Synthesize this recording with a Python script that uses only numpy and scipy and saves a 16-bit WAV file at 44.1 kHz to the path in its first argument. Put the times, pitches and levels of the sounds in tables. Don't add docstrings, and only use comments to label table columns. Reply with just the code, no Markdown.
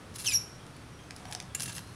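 import sys
import numpy as np
from scipy import signal
from scipy.fft import rfft, irfft, next_fast_len
from scipy.io import wavfile
from scipy.ndimage import map_coordinates

SR = 44100
rng = np.random.default_rng(int(sys.argv[2]) if len(sys.argv) > 2 else 0)


def unload_wav(signal):
    wavfile.write(
        sys.argv[1],
        SR,
        np.round(np.clip(np.atleast_2d(signal).T, -1, 1) * 32767).astype(np.int16),
    )


N = 85995
TOP_HZ = 15800


def amp(db):
    return 10 ** (np.asarray(db) / 20)


def unit(x):
    return x / np.sqrt(np.mean(x ** 2) + 1e-20)


def along(points, hz):
    knots_hz, values = np.transpose(points)
    return np.interp(np.log(hz + 1), np.log(knots_hz + 1), values)


def swell(rows):
    rows = np.array(rows)
    return amp(np.interp(np.arange(N) / SR, rows[:, 0], rows[:, -1], left=-150, right=-150))


def wobble(rate_hz):
    knots = rng.standard_normal(int(N * rate_hz / SR) + 4)
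    return map_coordinates(knots, [np.arange(N) * rate_hz / SR])


def filtered(x, response):
    size = next_fast_len(N + SR // 2)
    return irfft(rfft(x, size) * response(np.fft.rfftfreq(size, 1 / SR)), size)[:N]


def noise(spectrum):
    return unit(filtered(rng.standard_normal(N), lambda hz: amp(along(spectrum, hz))))


def body(spectrum, tilt_db_oct=0, size=1024):
    hz = np.fft.rfftfreq(size, 1 / SR)
    gain_db = along(spectrum, hz) + tilt_db_oct * np.log2(np.maximum(hz, 1000) / 1000)
    cepstrum = irfft(np.log(amp(gain_db)))
    cepstrum[1:size // 2] *= 2
    cepstrum[size // 2 + 1:] = 0
    impulse = irfft(np.exp(rfft(cepstrum)))
    return impulse / np.linalg.norm(impulse)


def through(x, impulse):
    return signal.fftconvolve(x, impulse)[:len(x)]


def add(out, start_s, x):
    part = out[round(start_s * SR):][:len(x)]
    part += x[:len(part)]


def outdoors():
    # (frequency [Hz], gain [dB])
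    rumble_spectrum = [(12, -55), (24, -36), (38, -27), (50, -20), (64, 2), (85, -0.5), (108, 6), (140, 0),
                       (175, 2), (210, -9), (290, -10), (500, -50), (1200, -64.5)]
    air_spectrum = [(150, -8), (250, -2.5), (421, -6.5), (476, -6.5), (566, -8), (748, -10.5), (1240, -9.5),
                    (2130, -15.5), (4340, -21), (5070, -22), (5630, -21.5), (7060, -27), (9660, -24),
                    (16000, -48.5)]
    # (time [s], level [dB])
    rumble_level = [(0, -51), (.35, -48), (.6, -54), (.8, -48.5), (1.15, -51), (1.45, -50.5), (1.62, -47.5),
                    (1.85, -48.5), (1.95, -52)]
    rumble = swell(rumble_level) * noise(rumble_spectrum)
    air = amp(-51.5 + 0.26 * wobble(4.5)) * noise(air_spectrum)
    return rumble + air


def garden_tail():
    # (frequency [Hz], t60 [s])
    decay = [(200, 1), (2500, 0.4), (6000, 0.4), (11000, 0.36), (16000, 0.29)]
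    hz, t, spectra = signal.stft(rng.standard_normal(SR // 2), SR, nperseg=256)
    spectra *= amp(-60 * t / along(decay, hz)[:, None])
    impulse = signal.istft(spectra, SR, nperseg=256)[1]
    return impulse / np.linalg.norm(impulse)


def walls(count=14, span_s=.025):
    impulse, lags = np.zeros(SR // 5), rng.uniform(.05, 1, count)
    gains = rng.choice([-1, 1], count) * np.exp(-lags)
    np.add.at(impulse, (lags * span_s * SR).astype(int), gains)
    return impulse / np.linalg.norm(impulse)


def birds(blur_depth=.8, direct_db=-7, echo_db=-3):
    # (time [s], length [s], start pitch [Hz], end pitch [Hz], relative level [dB])
    calls = [(0.581, 0.038, 3450, 3100, -58), (.71, 0.061, 4280, 4550, -61),
             (0.879, 0.124, 5850, 5540, -63.5), (0.978, 0.0314, 3150, 3323, -56),
             (.985, 0.055, 6500, 6220, -63), (1.227, 0.086, 5700, 5680, -58),
             (1.485, 0.044, 3200, 3560, -58.5), (1.78, 0.17, 4000, 4380, -62.5)]
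    out = np.zeros(N)
    for start_s, length_s, start_hz, end_hz, db in calls:
        progress = np.linspace(0, 1, int(length_s * SR))
        pitch_hz = start_hz + (end_hz - start_hz) * progress
        blur = (1 + blur_depth * (wobble(347) + 1j * wobble(346)))[:len(progress)]
        call = unit((blur * np.exp(2j * np.pi * np.cumsum(pitch_hz) / SR)).real)
        add(out, start_s, amp(db) * np.sin(np.pi * progress) * call)
    return amp(direct_db) * out + amp(echo_db) * through(out, garden_tail())


def thuds(rise_s=0.0092):
    # (time [s], pitch [Hz], level [dB], t60 [s])
    blows = [(0.317, 107.3, -42, 0.54), (0.684, 146.1, -41, 0.081), (1.319, 123.6, -48.5, 0.14),
             (1.558, 134.1, -48.5, 1)]
    out, t = np.zeros(N), np.arange(SR) / SR
    for start_s, hz, db, t60_s in blows:
        envelope = amp(db - 60 * t / t60_s) * (1 - np.exp(-t / rise_s))
        add(out, start_s, envelope * np.sqrt(2) * np.sin(2 * np.pi * hz * t))
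    return out


def grains(rate_hz=1800, spread_db=2.2, t60_s=0.0025, hiss_gain=0.33):
    start, pitch, chance = rng.random((int(rate_hz * N / SR), 3)).T[:, :, None]
    age = np.arange(SR // 200)
    sizes = amp(spread_db * np.minimum(-np.log(1 - chance), 4))
    ticks = sizes * amp(-60 * age / SR / t60_s) * np.sin(2 * np.pi * pitch * TOP_HZ * age / SR)
    positions = (start * N).astype(int) + age
    crunch = np.bincount(positions.ravel(), ticks.ravel(), N)[:N]
    return unit(unit(crunch) + hiss_gain * rng.standard_normal(N))


def cracks(hits, spectrum, rise_share):
    out, t = np.zeros(N), np.arange(SR // 10) / SR
    for start_s, db, t60_s, tilt_db_oct in hits:
        envelope = amp(db - 60 * t / t60_s) * (1 - np.exp(-t / (rise_share * t60_s)))
        burst = rng.choice([-1, 1], len(t)) * envelope
        add(out, start_s, through(burst, body(spectrum, tilt_db_oct)))
    return out


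def ringing(modes):
    t = np.arange(SR // 5) / SR
    impulse = sum(amp(db - 60 * t / t60_s) * np.cos(2 * np.pi * hz * t) for hz, db, t60_s in modes)
    return impulse / np.linalg.norm(impulse)


def knocks(hits, modes):
    out = np.zeros(N)
    for start_s, db, _, _ in hits:
        add(out, start_s, amp(db) * ringing(modes))
    return out


def pot(ring_db=-1, clump_db=1.5):
    # (time [s], level [dB], t60 [s], tilt [dB/octave])
    crumbs = [(.666, -46, 0.012, 4), (.765, -50.5, 0.018, 11.5), (1.1075, -33, 0.013, -2),
              (1.163, -38.5, 0.015, 6.5), (1.183, -53, 0.012, 1), (1.2538, -35, 0.011, -4.5),
              (1.302, -44.5, 0.017, -16), (1.312, -38, 0.014, 11), (1.3243, -29, 0.021, -1),
              (1.3316, -32.5, 0.0106, 10), (1.3495, -23.5, 0.0089, -0.5), (1.4012, -29, 0.011, 0),
              (1.425, -42, 0.012, 4)]
    # (frequency [Hz], gain [dB], t60 [s])
    modes = [(720, 0, .06), (860, -8, .04), (1530, -2, .05), (2000, -3, .035), (2470, -1, .035)]
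    # (frequency [Hz], gain [dB])
    tick_spectrum = [(200, -24), (500, -16), (730, 0.5), (1150, -17), (1550, -1.5), (2400, -0.5), (2950, 1),
                     (3350, 0), (4300, -0.5), (5300, 3), (7500, -6), (10200, -4.5), (12500, -22),
                     (16000, -37)]
    pour_spectrum = [(250, -12), (560, -11), (730, 3), (900, -5), (1300, -14), (2300, -12), (5000, -19),
                     (10000, -18), (16000, -44)]
    # (time [s], level [dB])
    trickle = [(1.05, -75), (1.17, -57), (1.24, -56.5), (1.32, -50.5), (1.38, -66), (1.48, -69)]
    ticks = cracks(crumbs, tick_spectrum, rise_share=0.017)
    clumps = grains() * amp(clump_db * wobble(70.13))
    pour = unit(through(clumps, body(pour_spectrum))) * swell(trickle)
    return ticks + amp(ring_db) * knocks(crumbs, modes) + pour


def trowel(flutter_db=2.8, strike_db=4, rub_ring_db=-12.5, strike_ring_db=7.5):
    # (time [s], level [dB])
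    strokes = [
        [(.14, -64), (.16, -45), (.178, -61), (.197, -40), (.212, -46.5), (.235, -51), (.265, -40.5),
         (.3, -43.5), (.335, -42), (.37, -49)],
        [(1.548, -50), (1.57, -59), (1.592, -53), (1.635, -56), (1.65, -54), (1.685, -53.5), (1.712, -52),
         (1.786, -47.5), (1.812, -68), (1.95, -66.5)],
    ]
    # (time [s], relative level [dB], t60 [s], tilt [dB/octave])
    stones = [(.1575, -32.5, 0.028, -0.5), (.1865, -36.5, 0.069, -1.5), (.1945, -42, 0.028, 0),
              (.2005, -38, 0.014, -1), (.2215, -37, 0.023, 4), (.2435, -33, 0.064, -3.5),
              (.3315, -32, 0.013, 8), (.3372, -19, 0.0055, 5), (1.5975, -25, 0.014, -3),
              (1.6038, -23.5, .022, -3.5), (1.6165, -31, 0.018, -2), (1.6203, -23.5, 0.019, 3.5),
              (1.6275, -37, 0.012, 7), (1.631, -25.5, 0.024, 0.5), (1.639, -27, 0.012, 9),
              (1.6572, -31, 0.038, -2), (1.6795, -35, 0.056, -3), (1.693, -32, 0.038, -6),
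              (1.727, -40.5, 0.037, -5), (1.7495, -35, 0.038, 0), (1.7665, -37.5, 0.038, -5.5),
              (1.781, -26.5, 0.011, -4.5), (1.79, -35, 0.015, -4)]
    strikes = [(1.5482, -21.5, 0.022, 0), (1.677, -34.5, 0.029, -3.5)]
    # (frequency [Hz], gain [dB])
    grit_spectrum = [(30, -62), (300, -26), (900, -10), (1700, -5), (2800, -3.5), (4500, 2), (6300, 1.5),
                     (8500, -1.5), (10000, 5.5), (11500, 0), (12800, -10), (16000, -18.5)]
    strike_spectrum = [(30, -40), (300, -10), (1100, -14.5), (1900, -7.5), (2700, 1), (3300, -13),
                       (5200, -7.5), (6000, -10), (7200, 6.5), (8000, -13), (9000, 5.5), (11300, -8),
                       (13000, -11), (16000, -31)]
    # (frequency [Hz], gain [dB], t60 [s])
    modes = [(1663, -3.5, .08), (2035, -13, .06), (2730, 0, .075), (2805, -4, .07), (3950, -7, .04),
             (5200, -5, .04), (6200, -6, .045), (7230, -8, .035), (7680, -8, .06), (8980, -6, .04),
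             (9550, -3, .04), (10130, -3, .035)]
    force = sum(swell(stroke) for stroke in strokes)
    scrape = through(grains(), body(grit_spectrum)) * force * amp(flutter_db * wobble(130))
    rub = scrape + cracks(stones, grit_spectrum, rise_share=0.071)
    strike = amp(strike_db) * cracks(strikes, strike_spectrum, rise_share=0.087)
    rub_ring = amp(rub_ring_db) * through(rub, ringing(modes))
    strike_ring = amp(strike_ring_db) * knocks(strikes, modes)
    return rub + strike + rub_ring + strike_ring


def stick_slip(glide, harmonics_db, jitter, jitter_hz, flutter_db, rough, rough_hz):
    # (frequency [Hz], gain [dB])
    radiation = [(2200, -10), (2600, -2.5), (3100, -0.5), (3800, 6.5), (4700, -13), (5150, -1.5), (5900, 3),
                 (6500, -1), (7000, 3), (8500, -11), (10700, 3), (12000, -9)]
    times_s, knots_hz, _ = np.transpose(glide)
    pitch_hz = np.interp(np.arange(N) / SR, times_s, knots_hz)
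    phase = 2 * np.pi * np.cumsum(pitch_hz * (1 + jitter * wobble(jitter_hz))) / SR
    tone = np.zeros(N)
    for k, db in enumerate(harmonics_db, 1):
        wave = (1 + rough * (wobble(rough_hz) + 1j * wobble(rough_hz))) * np.exp(1j * k * phase)
        gain = amp(db + along(radiation, k * pitch_hz) + flutter_db * wobble(300))
        tone += gain * unit(wave.real) * (k * pitch_hz < SR / 2)
    return swell(glide) * tone


def edge_squeals():
    # (time [s], pitch [Hz], relative level [dB])
    squeal_glide = [(.254, 3540, -61), (.261, 3285, -41), (.268, 3058, -33), (.277, 2846, -31.5),
                    (.288, 2617, -28), (.298, 2532, -31.5), (.31, 2474, -42), (.326, 2350, -27.5),
                    (.334, 2280, -33), (.345, 2330, -70)]
    catch_glides = [
        [(.254, 4300, -51), (.262, 4180, -35), (.268, 4130, -53)],
        [(.308, 4650, -49), (.3115, 4180, -39), (.315, 3590, -40.5), (.32, 3290, -62)],
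    ]
    whistle_glide = [(.329, 5500, -45), (.334, 5700, -32), (.339, 5870, -32), (.346, 5740, -27),
                     (.354, 5590, -24), (.361, 5490, -24.5), (.367, 5530, -34), (.373, 5700, -30),
                     (.382, 5780, -43)]
    squeal_harmonics = [-1.5, 0, -8, -10, -18]
    whistle_harmonics = [0, -7.5]
    # (time [s], roughness [0-1])
    roughness = [(.26, .9), (.275, .55), (.29, .25), (.33, .2)]
    rough = np.interp(np.arange(N) / SR, *np.transpose(roughness))
    squeal = stick_slip(squeal_glide, squeal_harmonics, jitter=0.019, jitter_hz=1095,
                        flutter_db=1, rough=rough, rough_hz=803)
    catches = sum(stick_slip(glide, [0], jitter=0.04, jitter_hz=1514,
                             flutter_db=4, rough=0.74, rough_hz=1199) for glide in catch_glides)
    whistle = stick_slip(whistle_glide, whistle_harmonics, jitter=0.0069, jitter_hz=494,
                         flutter_db=1.1, rough=.35, rough_hz=425)
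    return squeal + catches + whistle


def scene(walls_db=-11, tail_db=-11, squeal_tail_db=-11.5):
    squeals = edge_squeals()
    work = trowel() + squeals + pot()
    echoes = (amp(walls_db) * through(work, walls())
              + amp(tail_db) * through(work, garden_tail())
              + amp(squeal_tail_db) * through(squeals, garden_tail()))
    return (work + echoes + thuds() + birds() + outdoors())[None]


def record(dry):
    return filtered(dry[0], lambda hz: hz < TOP_HZ)[None]


dry = scene()
out = record(dry)
unload_wav(out)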